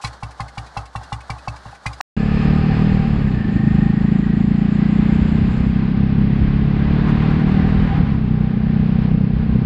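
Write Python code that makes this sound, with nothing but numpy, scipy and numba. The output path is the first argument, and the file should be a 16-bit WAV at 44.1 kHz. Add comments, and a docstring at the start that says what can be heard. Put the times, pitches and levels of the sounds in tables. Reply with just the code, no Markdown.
"""An open gravel road: a small single-cylinder motorcycle with a steel pot tied over its exhaust.
It idles slowly close by, each firing a burst of decaying pot, pipe and casing modes plus gas noise, over
running-gear noise. It breaks off on a clank; after a short silence the same engine pulls under load through
two gear changes: firing pulses boom in resonators, while filtered noise gives wind, clatter and gear whine."""
import sys
import numpy as np
from scipy import signal
from scipy.fft import rfft, irfft
from scipy.io import wavfile
from scipy.ndimage import uniform_filter1d
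from numba import njit

SR = 44100
rng = np.random.default_rng(int(sys.argv[2]) if len(sys.argv) > 2 else 0)


def persist_wave(psi):
    """Save psi, clipped to +-1, as 16-bit WAV."""
    counts = np.round(np.clip(psi, -1, 1) * 32767).astype(np.int16)
    wavfile.write(sys.argv[1], SR, np.atleast_2d(counts).T)


N = 425565

# Levels in the tables are relative; each layer sets its own balance.
# idle firings: t/s, pot ring level/dB, pipe thud level/dB, gas crack level/dB
IDLE_FIRINGS = [(0.038, -17.5, -30, -26.5), (0.225, -17.5, -30.5, -36), (0.397, -17, -30, -33),
                (0.572, -20, -31, -32), (0.765, -14.5, -30, -32), (0.951, -16.5, -31, -35.5),
                (1.12, -16.5, -29, -31.5), (1.295, -15.5, -29, -31.5), (1.474, -16, -29, -33.5),
                (1.653, -31, -38, -50), (1.856, -16, -27.5, -26.5), (2.004, -12.5, -31, -19)]
# valve ticks between firings: t/s, level/dB
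VALVE_TICKS = [(0.0159, -36), (0.0704, -25), (0.1296, -35), (0.3087, -33.5), (0.4813, -32.5),
               (0.6644, -35.5), (0.855, -34), (1.0326, -32), (1.2057, -34), (1.3827, -35), (1.5604, -33),
               (1.712, -39), (1.7484, -36), (1.93, -29.5)]
# modes of the air in pipe and pot: f/Hz, level/dB, t60/s
PIPE_MODES = [(62.7, -0.5, 0.41), (112.9, 6, 0.18), (139, -6.5, 0.25), (95, -4.5, .06), (288.3, -20.5, .4)]
# modes of the pot wall: f/Hz, level/dB, t60/s
POT_MODES = [(465, -17, 0.12), (602, -11.5, 0.12), (815, 9.5, 0.042), (1066, 4, 0.067), (1153, 4.5, 0.027),
             (1480, -10.5, 0.13)]
# modes of the engine casing: f/Hz, level/dB, t60/s
CASING_MODES = [(1750, -6, .03), (1980, 0, .04), (2250, 0, .04), (2700, -1, .045), (3300, -6, .03),
                (3800, -8, .025), (4200, -2, .025), (4600, -4, .025), (4900, -4, .025), (5400, -8, .02),
                (8600, -12, .015), (9600, -14, .015)]
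# spectrum of the running gear at idle: f/Hz, density level/dB per Hz
GEAR_SPECTRUM = [(88, -35), (150, -19.5), (191, -22.5), (348, -27), (820, -18), (1360, -22), (1520, -18.5),
                 (2510, -39.5), (4320, -31), (5820, -40), (9640, -48), (11200, -56), (13000, -71)]
# a loose part chattering through the first firing, one row: t/s, length/s, level/dB
LOOSE_PART = (.012, .068, -33)
# engine under load: t/s, firing rate f/Hz, exhaust level/dB
LOAD = [(2.17, 35.5, -18), (2.29, 35.6, -17.5), (2.42, 36.76, -16.5), (2.5, 37.32, -14.5),
        (2.79, 39.07, -16.5), (2.86, 40.3, -14.5), (2.92, 38.6, -15), (3.0, 38.24, -16.5),
        (3.06, 36.63, -18), (3.13, 35.75, -18), (3.17, 35.42, -17), (3.25, 34.05, -17), (3.29, 32.47, -17),
        (3.4, 27.74, -19), (3.42, 26.26, -17), (3.44, 25.92, -26.5), (3.46, 25.6, -17.5),
        (3.5, 26.28, -20.5), (3.54, 26.52, -17.5), (3.67, 26.87, -13.5), (3.71, 26.13, -14.5),
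        (4.11, 27.75, -14), (4.34, 27.85, -16), (4.4, 28.13, -14.5), (4.73, 29.19, -15), (5.21, 30.82, -15),
        (5.29, 30.67, -17), (5.44, 31.7, -15.5), (5.5, 31.42, -19), (5.65, 31.87, -16), (5.71, 32.38, -17),
        (6.02, 33.28, -16), (6.79, 35.18, -16.5), (6.86, 35.58, -17.5), (6.9, 36.31, -16),
        (7.11, 37.03, -15), (7.75, 39.93, -16), (7.88, 39.33, -19.5), (7.9, 38.46, -19), (8.02, 35.72, -15),
        (8.06, 34.47, -19.5), (8.13, 33.72, -17.5), (8.19, 31.4, -19.5), (8.21, 31.1, -19.5),
        (8.25, 30.97, -18.5), (8.36, 30.65, -17), (8.42, 30.41, -18), (8.58, 31.1, -16),
        (8.71, 31.1, -16.5), (9.13, 31.7, -15), (9.23, 31.7, -14.5), (9.38, 31.7, -18), (9.5, 31.62, -16.5),
        (9.57, 31.8, -15), (9.65, 31.9, -17.5)]
# engine clatter under load: t/s, level/dB
CLATTER_LEVEL = [(2.17, -36), (2.42, -33), (2.64, -34), (2.79, -32), (3.41, -38), (3.55, -37.5),
                 (4.46, -38.5), (5.16, -34), (5.9, -37.5), (6.73, -35.5), (7.16, -31.5), (7.45, -33.5),
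                 (7.47, -32), (8.01, -34), (8.24, -40), (8.36, -39.5), (8.63, -40), (8.75, -38.5),
                 (9.0, -38.5), (9.04, -36), (9.08, -39.5), (9.29, -41), (9.43, -39), (9.46, -41),
                 (9.56, -38.5), (9.58, -40)]
# spectrum of that clatter: f/Hz, density level/dB per Hz
CLATTER_SPECTRUM = [(240, -26), (400, -4), (573, -8.5), (782, -8.5), (851, -11.5), (1060, -8.5),
                    (1340, -14), (1570, -9), (2560, -15.5), (3990, -24), (4770, -28.5), (5510, -38.5),
                    (7000, -55.5), (9100, -82.5), (15400, -120)]
# casing buzz under load: f/Hz, width/Hz, level/dB
BUZZ_BANDS = [(1224, 120, 0.5), (2540, 550, -1), (4310, 120, -12.5), (4890, 450, -12.5)]
# exhaust colour over its level: t/s, upper over lower boom level/dB, bass level/dB, shoulder level/dB,
# bark level/dB, low gusts level/dB
EXHAUST_COLOUR = [(2.17, 0, -7.5, -17, -17, -5), (2.5, -6, -7, -14, -19.5, -6.5),
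                  (2.85, -3.5, -13, -14.5, -20, -10), (3.15, -5.5, -6, -24, -23.5, -8),
                  (3.45, -4, -8, -10.5, -35, -11), (3.75, -4, -17, -15, -42.5, -9),
                  (4.2, -0.5, -18, -13, -36, -9), (4.7, 0, -14, -13.5, -45.5, -11),
                  (5.2, 1.5, -18, -11.5, -42, -3.5), (5.55, -0.5, -8, -14.5, -27.5, -4.5),
                  (6, -1.5, -8, -18, -28.5, -12), (6.5, -6, -8, -12.5, -26.5, -5),
                  (7, -5, -7.5, -12, -23.5, -7.5), (7.4, -5.5, -15, -11, -24.5, -8.5),
                  (7.8, 0.5, -9, -14.5, -21, 0), (8.1, -9.5, -8, -18, -26, -6.5),
                  (8.4, -4, -6.5, -23, -24.5, -17.5), (8.8, -2, -19.5, -18.5, -25, -5),
                  (9.2, -6.5, -12, -28.5, -24, -10), (9.65, -3, -12, -18.5, -23, -3.5)]
# wind over the exhaust and unevenness of firing: t/s, wind level/dB, timing scatter/cycles
WIND_AND_SCATTER = [(2.17, -14, .004), (2.8, -12, .004), (3.1, -6, .012), (3.5, -4, .02), (3.7, -13, .007),
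                    (4.3, -15, .005), (5.2, -15, .005), (5.5, -8, .008), (7, -8, .008), (7.6, -6, .01),
                    (7.9, -3, .022), (8.15, -3, .022), (8.35, -8, .008), (9.65, -8, .009)]
# layers over the clatter: t/s, pot ring level/dB, casing ring level/dB, gear whine f/Hz,
# gear whine level/dB, rasp level/dB
CLATTER_LAYERS = [(2.17, -8, -5, 1736, -9, -18), (2.6, -2, -5, 1790, -10, -16),
                  (2.9, -5, -8, 1806, -16, -19), (3.25, -6, -8, 1778, -14, -17),
                  (3.45, -6.5, -9.5, 1790, -1, -21.5), (3.8, -0.5, -9.5, 1836, -4.5, -17),
                  (4.3, -8, -16, 1885, -6.5, -14), (4.6, -7.5, -9.5, 1924, -12, -22.5),
                  (5.1, -10.5, -16, 2096, -13, -13), (5.6, -12.5, -10.5, 2114, -25, -17),
                  (6, -10, -12.5, 1980, -23, -18), (6.6, -12.5, -19.5, 1995, -22.5, -13),
                  (7.2, -9.5, -24.5, 2030, -23.5, -5), (7.8, -4.5, -26.5, 1985, -16, -5.5),
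                  (8.3, -5.5, -17, 2020, -25, -7.5), (9, -6.5, -14, 2006, -32.5, -10),
                  (9.65, -8, -14.5, 1984, -24, -12)]
# pipe note, shifting with gas heat and bearing: t/s, f/Hz
PIPE_NOTE = [(2.17, 152.3), (3.1, 149.8), (3.5, 128.6), (3.8, 157.7), (4.6, 162.4), (5.2, 168), (5.6, 147),
             (6.4, 142), (7.2, 154.6), (7.8, 156.6), (8.2, 140), (9, 155.3), (9.65, 145)]
# treble hiss over the clatter, lost with distance: t/s, level/dB
TREBLE_HISS = [(2.17, -30), (2.9, -33), (3.8, -30), (5.6, -29), (6, -42), (9.65, -46)]

CRACK_AFTER_S, THUD_AFTER_S = 0.0045, 0.0062  # gas crack and pipe thud, after the pot is struck
BREAK_S, RESUME_S = 2.0115, 2.1655  # idle cuts off, loaded engine comes in
POT_LAG_S = 0.0025  # the pot booms after the pipe
TOP_HZ = 15500  # upper limit of the microphone


def undb(db):
    """Decibels to amplitude."""
    return 10 ** (np.asarray(db) / 20)


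def unit(x):
    """Scaled to rms 1."""
    return x / np.sqrt(np.mean(x ** 2))


def coloured(spectrum):
    """Noise with the given spectrum, rms 1."""
    hz, db = np.transpose(spectrum)
    log_f = np.log(np.arange(1, N // 2 + 2) * SR / N)
    gain = undb(np.interp(log_f, np.log(hz), db))
    return unit(irfft(rfft(rng.standard_normal(N)) * gain, N))


def walk(rate):
    """Random levels held 1 / rate s and slewed twice; spread near 1."""
    hold = int(SR / rate)
    steps = np.repeat(rng.standard_normal(N // hold + 1), hold)
    return 1.115 * uniform_filter1d(uniform_filter1d(steps, hold), hold)[:N]


def running_gear():
    """Moving parts at idle: a steady coloured noise whose level wanders."""
    return undb(-45.5 + 2.5 * walk(30)) * coloured(GEAR_SPECTRUM)


@njit
def svf(x, hz, width):
    """State-variable band-pass with a moving centre, gain 1 there."""
    y, band_state, low_state = np.empty(len(x)), 0., 0.
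    for i in range(len(x)):
        g, k = np.tan(np.pi * hz[i] / SR), width / hz[i]
        v = (band_state + g * (x[i] - low_state)) / (1 + g * (g + k))
        band_state = 2 * v - band_state
        low_state += 2 * g * v
        y[i] = k * v
    return y


def band(x, hz, width_hz):
    """A resonance applied twice: steep skirts, slow build-up."""
    hz = hz * np.ones(N)
    return svf(svf(x, hz, 1. * width_hz), hz, 1. * width_hz)


def add(out, s, x):
    """Mixes x in at time s."""
    i = max(int(s * SR), 0)
    out[i:i + len(x)] += x[:N - i]


def puff(decay_s):
    """A burst of gas noise that swells over a few ms and dies away."""
    t = np.arange(SR // 4) / SR
    return rng.standard_normal(len(t)) * np.exp(-t / decay_s) * (1 - np.exp(-t / .004))


def ring(modes, scatter_db, detune, rise_s):
    """One blow on a set of modes, each struck a little differently; a softer push rises more slowly."""
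    t = np.arange(SR // 2) / SR
    hz, db, t60 = np.transpose(modes)[:, :, None]
    pitch_chance, level_chance = rng.standard_normal((2, len(modes), 1))
    wave = np.sin(2 * np.pi * hz * (1 + detune * pitch_chance) * t)
    level = undb(db + scatter_db * level_chance - 60 * t / t60)
    return np.sum(level * wave, axis=0) * (1 - np.exp(-(t / rise_s) ** 2))


def knocks(modes, decay_s, scatter_db, detune):
    """A burst of tiny knocks rings the modes roughly, differently each time."""
    burst = puff(decay_s)[:SR // 20]
    blow = ring(modes, scatter_db, detune, 1e-4)[:SR // 8]
    return signal.fftconvolve(burst, blow) / np.sqrt(decay_s * SR)


def loose_part(gas):
    """A loose part chatters: noise that swells and fades as a rounded arch."""
    s, length_s, db = LOOSE_PART
    count = int(length_s * SR)
    arch = np.sin(np.pi * np.arange(count) / count) ** .5
    add(gas, s, undb(db) * rng.standard_normal(count) * arch)


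def valve_tick(out, gas, s, db):
    """A valve knocks the casing with a short puff; a soft pot ring leads it by 20 ms."""
    add(out, s - .022, undb(db - 2) * ring(POT_MODES, 2.5, .02, .004))
    add(out, s - .002, undb(db - 1.5) * knocks(CASING_MODES, .007, 2.5, .05))
    add(gas, s - .002, undb(db - 3) * puff(.012))


def firing(out, gas, push, s, ring_db, thud_db, crack_db):
    """The firing rings the pot; just after, the gas cracks out and the pipe thuds."""
    add(gas, s - .025, undb(-49) * puff(.05))  # the intake hisses as the piston comes up
    add(out, s, undb(ring_db - 9) * ring(POT_MODES, 1.5, .015, .0012))
    add(push, s, undb(ring_db - 19.5) * puff(0.051))
    add(out, s + CRACK_AFTER_S, undb(crack_db + 14) * knocks(CASING_MODES, .005, 2.5, .04))
    add(gas, s + CRACK_AFTER_S, undb(crack_db) * puff(0.017))
    add(out, s + THUD_AFTER_S, undb(thud_db + 5) * ring(PIPE_MODES, 0.47, 0.02, 0.0029))


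def pot_rattle(push):
    """The outflow keeps rattling the pot wall after the blow: gas noise through its modes."""
    return undb(14.5) * sum(undb(db) * band(push, hz, 195) for hz, db, _ in POT_MODES)


def idle():
    """Slow firings with valve ticks between them, over the running gear."""
    out, gas, push = np.zeros(N), np.zeros(N), np.zeros(N)
    loose_part(gas)
    for s, db in VALVE_TICKS:
        valve_tick(out, gas, s, db)
    for s, ring_db, thud_db, crack_db in IDLE_FIRINGS:
        firing(out, gas, push, s, ring_db, thud_db, crack_db)
    treble_cut = signal.butter(8, 10300, fs=SR, output="sos")
    gas = signal.sosfilt(treble_cut, band(gas, 2870, 10000))
    return out + gas + pot_rattle(push) + running_gear()


def along(table):
    """Columns of a curve table, one value a sample."""
    s, *columns = np.transpose(table)
    return [np.interp(np.arange(N) / SR, s, c) for c in columns]


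def late(x, s):
    """Delayed by s."""
    return np.interp(np.arange(N) - s * SR, np.arange(N), x)


def firing_pulses(turns, hz):
    """One click as each cycle completes, its strength slightly uneven, evened out for firing rate."""
    fired = np.flatnonzero(np.diff(np.maximum.accumulate(np.floor(turns))))
    pulses = np.zeros(N)
    pulses[fired] = undb(1.1 * rng.standard_normal(N // 500)[:len(fired)])
    return pulses / np.sqrt(hz)


def wind(gusts_db):
    """Wind rumble with lower gusts: two low bands of one noise, each wandering in level."""
    air = rng.standard_normal(N)
    rumble = unit(band(band(air, 165, 190), 165, 240))
    gusts = unit(band(band(air, 60, 90), 60, 110))
    rumble_db = along(WIND_AND_SCATTER)[0]
    return undb(rumble_db + 2 * walk(9)) * rumble + undb(gusts_db + 2 * walk(6.8)) * gusts


def exhaust(turns, hz):
    """Firings boom in pipe and then pot, with a bass push below and a bark above; wind rumbles through."""
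    upper_db, bass_db, shoulder_db, bark_db, gusts_db = along(EXHAUST_COLOUR)
    pulses = firing_pulses(turns, hz)
    pipe = unit(band(band(pulses, along(PIPE_NOTE)[0], 100), 151.4, 160))
    pot = late(unit(band(band(pulses, 216.2, 86), 211, 130)), POT_LAG_S)
    boom = (pipe + undb(upper_db) * pot) / np.sqrt(1 + undb(2 * upper_db))
    bass = undb(bass_db) * late(unit(band(band(pulses, 50, 55), 50, 70)), 0.0014)
    shoulder = undb(shoulder_db) * late(unit(band(pulses, 292.6, 77)), 0.00584)
    bark = undb(bark_db) * late(unit(band(pulses, 440, 100)), 0.007105)
    growl = undb(bark_db - 9) * late(unit(band(pulses, 720, 260)), .008)
    return boom + bass + shoulder + bark + growl + wind(gusts_db)


def casing_buzz(noise):
    """The casing buzzes under load: noise through a few of its resonances."""
    return unit(sum(undb(db) * unit(band(noise, hz, width)) for hz, width, db in BUZZ_BANDS))


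def gear_whine(noise, hz):
    """A narrow noise band that slides in pitch."""
    return unit(band(noise, hz, 110))


def engine_clatter():
    """Broad clatter with hiss, pot ring, casing buzz, gear whine and rasp, all resonances of noise."""
    pot_db, casing_db, whine_hz, whine_db, rasp_db = along(CLATTER_LAYERS)
    noise = rng.standard_normal(N)
    hiss_db = along(TREBLE_HISS)[0] + 2.5 * walk(30)
    hiss = undb(hiss_db) * unit(band(band(noise, 7200, 2200), 7200, 2600))
    pot = undb(pot_db) * unit(band(noise, 787, 64))
    casing = undb(casing_db) * casing_buzz(noise)
    whine = undb(whine_db) * gear_whine(noise, whine_hz)
    rasp = undb(rasp_db + 3 * walk(60)) * unit(band(rng.standard_normal(N), 1050, 770))
    return coloured(CLATTER_SPECTRUM) + hiss + pot + casing + whine + rasp


def ride():
    """Exhaust below; clatter, buzz and gear whine swell slightly once a cycle above."""
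    hz, boom_db = along(LOAD)
    clatter_db, = along(CLATTER_LEVEL)
    running = np.arange(N) > RESUME_S * SR
    turns = np.cumsum(hz * running) / SR + .95  # in firing cycles
    turns += along(WIND_AND_SCATTER)[1] * walk(30)  # uneven timing
    swell = 1 + 0.052 * np.cos(2 * np.pi * (turns - .3))
    clatter_gain = undb(clatter_db + 1 + 0.43 * walk(20)) * swell
    return undb(boom_db) * exhaust(turns, hz) + clatter_gain * engine_clatter()


def scene():
    """Idle until the break, silence, then the engine under load."""
    t = np.arange(N) / SR
    fade_in = np.clip((t - RESUME_S) / 0.0012, 0, 1)
    return (idle() * (t < BREAK_S) + ride() * fade_in)[None]


def record(dry):
    """The microphone rounds the loudest peaks and cuts the top."""
    top_cut = signal.ellip(8, .2, 70, TOP_HZ, fs=SR, output="sos")
    return signal.sosfilt(top_cut, np.tanh(0.73 * dry) / 0.81)


dry = scene()
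out = record(dry)
persist_wave(out)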